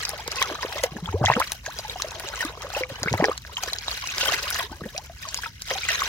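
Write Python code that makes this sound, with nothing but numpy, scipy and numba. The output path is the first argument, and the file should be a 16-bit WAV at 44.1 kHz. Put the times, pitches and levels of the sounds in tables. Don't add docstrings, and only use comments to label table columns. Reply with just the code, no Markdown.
import sys
import numpy as np
from scipy import signal
from scipy.fft import rfft, irfft, next_fast_len
from scipy.io import wavfile
from scipy.ndimage import uniform_filter1d
from numba import njit

SR = 44100
rng = np.random.default_rng(int(sys.argv[2]) if len(sys.argv) > 2 else 0)


def persist_wave(psi):
    counts = np.round(np.clip(psi, -1, 1) * 32767).astype(np.int16)
    wavfile.write(sys.argv[1], SR, np.atleast_2d(counts).T)


N = 268108

# (frequency [Hz], relative level per Hz [dB])
AIR_SHAPE = [(22, -24), (35, -11), (52, 6), (90, 2), (150, -7), (300, -20.5), (600, -36), (2000, -54),
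             (6000, -22), (8500, -45), (16000, -43)]
AIR_DB = -46
# (frequency [Hz], likeness [0 to 1])
AIR_LIKENESS = [(30, 0.85), (60, 0.98), (120, 0.96), (240, 0.93), (950, 0.34), (3800, 0.055)]
# (time [s], length [s], start pitch [Hz], end pitch [Hz], level midway between the sides [dB])
BIRD_WHISTLES = [(4.905, .05, 6000, 5000, -57), (5.0, .08, 3900, 5100, -56)]
# (frequency [Hz], level [dB])
WALL_REFLECTIONS = [(150, -63), (500, -43), (1500, -5.5), (5000, -5), (12000, -16.5)]
LEAD_S = .0001
# (time [s], fizz level [dB], churn level [dB])
POUR_LEVELS = [
    [(0.0, -25, -38.5), (0.14, -38.5, -37.5), (0.25, -40.5, -47.5), (0.41, -29.5, -26.5), (0.57, -38, -37),
     (0.84, -31, -32), (0.9, -54, -43)],
    [(1.63, -58, -50), (1.69, -38.5, -46), (2.13, -38, -35), (2.32, -38.5, -35.5), (2.42, -28.5, -31),
     (2.57, -50.5, -41), (2.8, -31, -29), (2.87, -56, -35.5)],
    [(3.45, -53.5, -48.5), (3.66, -31, -38), (3.76, -41, -43.5), (3.9, -31.5, -38), (4.0, -35, -53),
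     (4.3, -24.5, -25), (4.43, -30.5, -38.5), (4.6, -27.5, -30.5), (4.69, -47, -56)],
    [(5.16, -43.5, -58), (5.29, -39, -48), (5.45, -34.5, -48), (5.51, -49, -69), (5.65, -42.5, -87),
     (5.7, -27.5, -24.5), (5.81, -31.5, -47), (5.91, -25, -38.5), (6.08, -27.5, -33)],
]
# (start [s], length [s], fizz level [dB], churn level [dB])
DUNK_LEVELS = [(0.894, .27, -46, -43), (1.227, 0.34, -38.5, -47), (2.881, 0.44, -40.5, -38),
               (4.69, 0.36, -47.5, -52)]
RUSH_IN_S, SETTLE_DB_PER_S = 0.011, 317
TRICKLE_DB = -50.5
# (frequency [Hz], relative level per Hz [dB])
SPRAY_SHAPE = [(3800, -11.5), (6500, -10.5), (8500, -12.5), (14000, -12.5), (16000, -16)]
# (time [s], level [dB])
SPRAY_LEVEL = [(0.4, -52), (1.2, -46), (1.8, -47), (2.3, -50.5), (3.2, -45), (4.0, -49.5), (4.7, -45.5),
               (5.3, -47.5), (5.9, -51.5)]
SPRAY_FIZZ_DB, SPRAY_GROWTH = -36, 1.06
FROTH_DB, FROTH_T60 = -19.5, 0.042
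MIST_DB, MIST_T60 = -17, .1
# (time [s], peak setting [dB], top octave [dB], 60 dB fade of the spatter [s])
DROPS = [(0.0513, -8.5, -28, 0.014), (0.0915, -14.5, -3, 0.016), (0.277, -15.5, -9, 0.011),
         (0.3063, -28, -22, 0.024), (0.317, -17, -14, 0.012), (0.3579, -18, -16, 0.071),
         (0.369, -23, -8, 0.012), (0.4253, -8, -12.5, 0.016), (0.624, -18.5, -39, 0.014),
         (0.8362, -8, -11.5, 0.053), (1.2517, -14, -22.5, 0.044), (1.259, -17, -31, 0.16),
         (1.398, -14, -4.5, 0.025), (1.5189, -10.5, -5, 0.0055), (1.6615, -17.5, -15, 0.078),
         (1.7875, -17.5, -13, 0.12), (2.02, -11, -19, 0.018), (2.0842, -21, -18, 0.012),
         (2.108, -23, -27, 0.012), (2.1969, -20, -7, 0.016), (2.287, -18, -25, 0.015),
         (2.357, -19.5, -50, 0.013), (2.4496, -17.5, -7, 0.034), (2.6198, -20.5, -16, 0.016),
         (3.031, -10.5, -18, 0.0095), (3.1281, -16, -20, 0.024), (3.242, -21.5, -14, 0.015),
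         (3.377, -16, -19, 0.026), (3.5692, -31, -4, 0.024), (3.635, -14.5, -34, 0.022),
         (3.7334, -20.5, -7, 0.01), (3.785, -17.5, -42, 0.019), (4.0727, -13, -15, 0.024),
         (4.181, -12, -16, 0.14), (4.2095, -9, -19, 0.27), (4.3214, -14, -30, 0.17), (4.5034, -14, 1, 0.09),
         (4.5439, -14, -23, 0.088), (4.9633, -30, -5, 0.019), (4.978, -14.5, -20, 0.042),
         (5.287, -17.5, -28, 0.26), (5.3437, -11, -11.5, 0.018), (5.374, -18, -18, 0.02),
         (5.6194, -18.5, -10.5, 0.031), (5.738, -33, -36, 0.014)]
# (frequency [Hz], relative level per Hz [dB])
DROP_SHAPE = [(500, -8.5), (1500, -2), (3000, 1), (5000, 8.5), (6800, 7), (8000, -6)]
# (time [s], peak setting [dB], pitch [Hz], 60 dB fade [s])
AIR_GULPS = [(0.918, -17, 151, 0.039), (1.024, -19, 167, 0.11), (1.086, -15, 86, 0.11),
             (1.141, -10, 87, 0.13), (1.209, -12, 124.5, 0.15), (1.241, -9.5, 93.3, 0.11),
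             (1.297, -13, 128, 0.085), (2.915, -16, 122, 0.036), (3.021, -12.5, 111, 0.035),
             (3.058, -7.5, 170, 0.026), (3.111, -11.5, 126, 0.085), (3.138, -9, 98, 0.073),
             (3.195, -12, 167, 0.075)]
GULP_RISE = 1.8
# (time [s], peak setting [dB], pitch [Hz], 60 dB fade [s], pitch rise [octaves per s])
LARGE_BUBBLES = [(0.084, -33.5, 794, 0.16, 1), (0.133, -23, 650, 0.061, -8.5),
                 (0.194, -27.5, 818, 0.085, 13), (0.28, -8, 495, 0.0097, -15),
                 (0.384, -20, 2690, 0.054, -8), (0.424, -17, 3270, 0.026, 9),
                 (0.426, -13.5, 1920, 0.022, 8), (0.439, -27, 1427, 0.16, -14.5),
                 (0.5, -28, 726, 0.12, -38.5), (0.513, -17, 340, 0.026, -15),
                 (0.589, -27, 1264, 0.054, -11), (0.628, -12.5, 1820, 0.0078, 29),
                 (0.648, -9, 412, 0.02, 47), (0.757, -23, 605, 0.07, -5), (0.837, -6.5, 561, 0.038, -17),
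                 (0.96, -12.5, 222, 0.03, -6), (0.985, -27, 848, 0.03, 0), (1.058, -18, 3230, 0.013, 30),
                 (1.076, -25.5, 884, 0.064, 0.5), (1.088, -15.5, 1180, 0.017, 44),
                 (1.14, -14.5, 369, 0.11, 22), (1.212, -2.5, 210, 0.015, 1), (1.216, -20.5, 610, 0.07, -4),
                 (1.239, -4, 635, 0.031, 96), (1.245, -25, 1870, 0.028, 41), (1.259, -5, 2990, 0.013, 120),
                 (1.269, -11.5, 1790, 0.043, 33), (1.291, -14, 2650, 0.018, 0), (1.3, 8.5, 787, 0.01, 128),
                 (1.315, -3, 845, 0.011, 110), (1.321, -13, 1860, 0.031, -7), (1.327, -21, 1540, 0.029, 63),
                 (1.337, -0.5, 2050, 0.0051, 44), (1.364, -3.5, 247, 0.029, -18),
                 (1.366, -7, 1370, 0.012, -28), (1.372, -16.5, 471, 0.11, 6.5),
                 (1.402, -1, 816, 0.012, 111), (1.408, -18, 1040, 0.05, 14), (1.415, -4.5, 1134, 0.019, 79),
                 (1.423, -15, 1960, 0.024, 75), (1.521, -8.5, 840, 0.0041, -20),
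                 (1.664, -17, 1730, 0.018, -17), (1.677, -27.5, 526, 0.16, 42),
                 (1.792, -15, 640, 0.013, -7), (1.848, -24.5, 860, 0.073, 0),
                 (1.897, -13.5, 3810, 0.0084, -1), (1.958, -20, 750, 0.038, -3),
                 (1.999, -17.5, 1080, 0.024, 42), (2.045, -16.5, 557, 0.035, 26),
                 (2.337, -20.5, 1500, 0.032, -26), (2.406, -14, 1890, 0.037, -8.5),
                 (2.428, -15, 1495, 0.028, 2), (2.448, -15.5, 286, 0.047, 9), (2.645, -23, 500, 0.054, 21),
                 (2.749, -17, 2710, 0.037, -9), (2.765, -14, 519, 0.053, 23),
                 (2.771, -21.5, 820, 0.069, 5.5), (2.808, -19, 516, 0.13, -0.5),
                 (2.835, -8, 2180, 0.011, 12), (2.9, -29, 560, 0.088, -5), (3.036, -1, 677, 0.0056, -30),
                 (3.06, -13, 1430, 0.016, 13), (3.073, -9.5, 495, 0.019, -7), (3.075, -13, 1390, 0.024, 73),
                 (3.083, -9.5, 2075, 0.02, 24), (3.122, -5, 198, 0.02, -17), (3.139, 1, 800, 0.0073, -32),
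                 (3.179, -19, 1960, 0.015, 2), (3.2, -6, 514, 0.043, 65), (3.211, -14, 1930, 0.013, 3),
                 (3.224, 3, 340, 0.015, -39), (3.24, -2, 485, 0.019, -23), (3.242, 2.5, 1955, 0.0083, -51),
                 (3.255, -19, 388, 0.11, 13), (3.284, 1, 563, 0.01, -22), (3.293, -7, 390, 0.028, 67),
                 (3.314, -15.5, 1150, 0.036, 15), (3.45, -15.5, 1670, 0.005, -2),
                 (3.495, -30.5, 956, 0.033, 6), (3.569, -10, 3000, 0.01, 11), (3.579, -26, 914, 0.066, 15),
                 (3.633, -24.5, 815, 0.044, -15), (3.635, -19, 4300, 0.013, 32),
                 (3.677, -17, 486, 0.017, -4), (3.683, -22, 1450, 0.024, 24), (3.725, -24, 634, 0.015, 0),
                 (3.732, -11, 4210, 0.012, -27), (3.882, -8, 3900, 0.0071, -15),
                 (3.881, -7, 727, 0.0072, 176), (3.913, -13.5, 4400, 0.015, -3),
                 (4.039, -20, 1060, 0.019, -8), (4.089, -19, 2480, 0.029, 16),
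                 (4.21, -23, 1440, 0.084, 3.5), (4.212, -17, 2630, 0.082, 53),
                 (4.228, -18, 2990, 0.038, -30), (4.231, -17, 523, 0.029, 10),
                 (4.288, -17.5, 1054, 0.064, 23), (4.298, -20, 1730, 0.031, 6),
                 (4.47, -19, 1050, 0.031, 59), (4.509, -14, 1480, 0.017, -14),
                 (4.604, -18, 1114, 0.038, -13), (4.716, -13, 305, 0.014, -20),
                 (4.727, -25.5, 860, 0.034, 3), (4.815, -14, 474, 0.012, -31),
                 (4.816, -16.5, 176, 0.036, -1), (4.837, -25.5, 1680, 0.027, 28),
                 (4.838, -30, 214, 0.037, -5), (4.856, -17, 214, 0.042, -3), (4.947, -30, 542, 0.13, 18),
                 (4.964, -18.5, 2430, 0.011, 0), (4.981, -26, 675, 0.076, 20.5),
                 (5.097, -29, 680, 0.049, -1), (5.251, -26.5, 1170, 0.073, -10), (5.27, -35, 633, 0.071, 4),
                 (5.388, -23.5, 950, 0.029, 8), (5.434, -20, 1440, 0.045, 51),
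                 (5.459, -18.5, 1390, 0.033, -10), (5.462, -29, 925, 0.072, 0.5),
                 (5.706, -17, 1698, 0.044, 56), (5.71, -20, 519, 0.083, 1.5), (5.755, -22, 768, 0.07, 0.5),
                 (5.833, -19, 2290, 0.06, 9), (5.888, -16, 1440, 0.032, 33),
                 (5.887, -12.5, 2055, 0.053, -16), (6.019, -6.5, 1240, 0.019, -33)]
# (frequency [Hz], left minus right level [dB])
PORT_DIFFERENCE = [(200, 0.5), (1300, 1.5), (4400, -1), (8000, 5), (15000, 12)]
EDGE_HZ = 16000


def amp(db):
    return 10 ** (np.asarray(db) / 20)


def evened(x):
    return x / np.sqrt(np.mean(x ** 2) + 1e-20)


def read(points, hz):
    f, value = np.transpose(points)
    return np.interp(np.log(hz + 1), np.log(f + 1), value)


def colour(x, db_of_hz):
    size = next_fast_len(x.shape[-1])
    gain = amp(db_of_hz(np.fft.rfftfreq(size, 1 / SR)))
    return irfft(rfft(x, size) * gain, size)[..., :x.shape[-1]]


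def add(mix, s, sound):
    part = mix[max(round(s * SR), 0):][:len(sound)]
    part += sound[:len(part)]


@njit
def ring(s, gain, hz, t60, rise, lead_s, attack):
    out = np.zeros((2, N))
    for k in range(len(s)):
        slide = 2 ** (rise[k] / SR)
        fade = 1000. ** (-1 / t60[k] / SR)
        swell = np.exp(-attack * hz[k] / SR)
        for side in range(2):
            start = (s[k] + side * lead_s[k]) * SR
            first = max(int(start) + 1, 0)
            step, swing, held = 2 * np.pi * hz[k] / SR, gain[k], 1.
            phase = step * (first - start)
            for n in range(first, min(first + int(.7 * t60[k] * SR), N)):
                if step < 2:
                    out[side, n] += swing * (1 - held) * np.sin(phase)
                phase += step
                step *= slide
                swing *= fade
                held *= swell
    return out


def air():
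    a, b = rng.standard_normal((2, N))

    def likeness(hz):
        return np.clip(read(AIR_LIKENESS, hz), .01, .999)

    shared = colour(a, lambda hz: 20 * np.log10(likeness(hz)))
    own = colour(b, lambda hz: 10 * np.log10(1 - likeness(hz) ** 2))
    both = np.array([a, shared + own])
    return amp(AIR_DB) * evened(colour(both, lambda hz: read(AIR_SHAPE, hz)))


def bird():
    out = np.zeros(N)
    for s, length, start_hz, end_hz, db in BIRD_WHISTLES:
        hz = np.linspace(start_hz, end_hz, int(length * SR))
        tone = np.sin(2 * np.pi * np.cumsum(hz) / SR)
        add(out, s, amp(db) * tone * signal.windows.tukey(len(hz), .5))
    return out * amp([[3], [-3]])


def bucket(x):
    t = np.arange(4000) / SR
    taps = rng.standard_normal((2, 4000)) * amp(-60 * t / 0.028) * (t > .0008)
    wet = signal.oaconvolve(x, taps / np.linalg.norm(taps[0]), axes=1)[:, :N]
    return colour(wet, lambda hz: read(WALL_REFLECTIONS, hz))


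def afterglow(s, power, t60):
    kicks = np.bincount((np.asarray(s) * SR).astype(int), power, N)[:N]
    return signal.lfilter([1], [1, -amp(-120 / t60 / SR)], kicks)


def stir():
    t = np.arange(N) / SR
    power = np.zeros((2, N))
    for s, *db in map(np.transpose, POUR_LEVELS):
        power += amp([2 * np.interp(t, s, d, -99, -99) for d in db])
    for start, length, *db in DUNK_LEVELS:
        rush = np.clip((t - start) / RUSH_IN_S, 0, 1)
        settle = amp(-SETTLE_DB_PER_S * np.clip(t - start - length, 0, 1))
        power += np.outer(amp(db), rush * settle) ** 2
    fizz = np.sqrt(power[0] + amp(2 * TRICKLE_DB))

    s, db, _, t60, _ = np.transpose(LARGE_BUBBLES)
    froth = afterglow(s, amp(2 * (db + FROTH_DB)) * t60 / FROTH_T60, FROTH_T60)
    churn = np.sqrt(power[1] + froth)

    s, db, top_db, _ = np.transpose(DROPS)
    mist = afterglow(s, amp(2 * (db + top_db + MIST_DB)), MIST_T60)
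    spray = amp(np.interp(t, *np.transpose(SPRAY_LEVEL)))
    spray *= (fizz / amp(SPRAY_FIZZ_DB)) ** SPRAY_GROWTH
    return churn, fizz, np.sqrt(spray ** 2 + mist)


def clumps(ms, depth_db):
    width = max(int(ms * SR / 1000), 2)
    smooth = uniform_filter1d(uniform_filter1d(rng.standard_normal(N), width), width)
    return evened(amp(depth_db * evened(smooth)))


def swarm(level, lo_hz, hi_hz, cycles, spread_db, tilt_db, glide, wander_s, attack, count):
    when, size, strength = rng.random((count, 3)).T
    hold, slide, place = rng.standard_normal((count, 3)).T
    hz = lo_hz * (hi_hz / lo_hz) ** size
    t60 = cycles * amp(5.5 * hold) / hz
    db = np.minimum(-spread_db * np.log(strength), 3 * spread_db)
    db += tilt_db * np.log2(hz / lo_hz)
    gain = amp(db) / np.sqrt(t60)
    gain /= np.sqrt(np.sum(gain ** 2 * t60) / (N / SR) / (4 * np.log(1000)))
    gain *= level[(when * N).astype(int)]
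    rise = (glide + .5 * slide) / t60
    return ring(when * N / SR, gain, hz, t60, rise, LEAD_S + wander_s * place, attack)


def water():
    churning, fizzing, spraying = stir()
    bunch = clumps(8.9, 3.15)
    churn = swarm(churning * bunch, 371.4, 1364, cycles=13.0, spread_db=5.5, tilt_db=1.0, glide=0.57,
                  wander_s=.00005, attack=0.83, count=3000)
    fizz = swarm(fizzing * bunch * clumps(5.8, 0.24), 1336, 6640, cycles=29, spread_db=3.94, tilt_db=-0.13,
                 glide=0.38, wander_s=0.00015, attack=1.0, count=9000)
    gurgling = amp(-1.0) * np.sqrt(churning * fizzing) * bunch
    gurgle = swarm(gurgling, 861, 3765, cycles=46.5, spread_db=6.4, tilt_db=0.24, glide=0.15,
                   wander_s=.0001, attack=0.17, count=2600)
    mist = rng.standard_normal((2, N)) * bunch * clumps(12.0, 2.2) * clumps(1.0, 4.0)
    spray = spraying * evened(colour(mist, lambda hz: read(SPRAY_SHAPE, hz)))
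    ticks = swarm(amp(-13.0) * fizzing, 3020, 9800, cycles=7.2, spread_db=5.0, tilt_db=-3.1, glide=.15,
                  wander_s=.00012, attack=2.9, count=700)
    return ticks + churn + gurgle + fizz + spray


def splats():
    out = np.zeros((2, N))
    before_s = .008
    t = np.arange(2048) / SR - before_s
    draws = rng.standard_normal((len(DROPS), 2049))
    for (s, db, top_db, t60), (place, *noise) in zip(DROPS, draws):
        shape = list(DROP_SHAPE) + [(9500, top_db + 13), (16000, top_db - 4)]
        snap = np.exp(-((t - .0012) / 0.00058) ** 2)
        spatter = amp(-16.5 - 60 * np.where(t > 0, t, -1.8 * t) / t60)
        hiss = evened(colour(np.array(noise), lambda hz: read(shape, hz)))
        burst = amp(db - 5) * hiss * (snap + spatter)
        add(out[0], s - before_s, burst)
        add(out[1], s - before_s + LEAD_S + .0001 * place, burst)
    return out


def satellites(count=10):
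    s, db, hz, t60, _ = np.repeat(LARGE_BUBBLES, count, 0).T
    near, size, strength, slide, place = rng.standard_normal((len(s), 5)).T
    small_hz = np.clip(1.77 * hz * 2 ** (0.69 * size), 300, 6500)
    small_t60 = 22 / small_hz
    gain = amp(db - 19.5 + 6.25 * strength) * np.sqrt(t60 / small_t60)
    rise = (0.32 + .5 * slide) / small_t60
    return ring(s + .014 * near, gain, small_hz, small_t60, rise, LEAD_S + .0001 * place, 0.32)


def pinched_pockets(s, db, hz, t60, rise):
    lead_s = LEAD_S + 0 * s
    slap = ring(s, amp(db - 10.5), 2.19 * hz, 4.0 / hz, 0 * s, lead_s, 1.4)
    return ring(s, amp(db), hz, np.maximum(t60, .002), rise, lead_s, 1.0) + slap


def glugs():
    s, db, hz, t60 = np.transpose(AIR_GULPS)
    return pinched_pockets(s, db, hz, t60, GULP_RISE + 0 * s)


def bubbles():
    s, db, hz, t60, rise = np.transpose(LARGE_BUBBLES)
    return pinched_pockets(s, db, hz, t60, rise) + satellites()


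def scene():
    near = water() + bubbles() + glugs() + splats()
    return near + bucket(near) + bird() + air()


def record(dry):
    ports = colour(dry, lambda hz: np.outer([.5, -.5], read(PORT_DIFFERENCE, hz)))
    low_pass = signal.firwin(401, EDGE_HZ, window=("kaiser", 9), fs=SR)
    return signal.oaconvolve(ports, low_pass[None], "same")


dry = scene()
out = record(dry)
persist_wave(out)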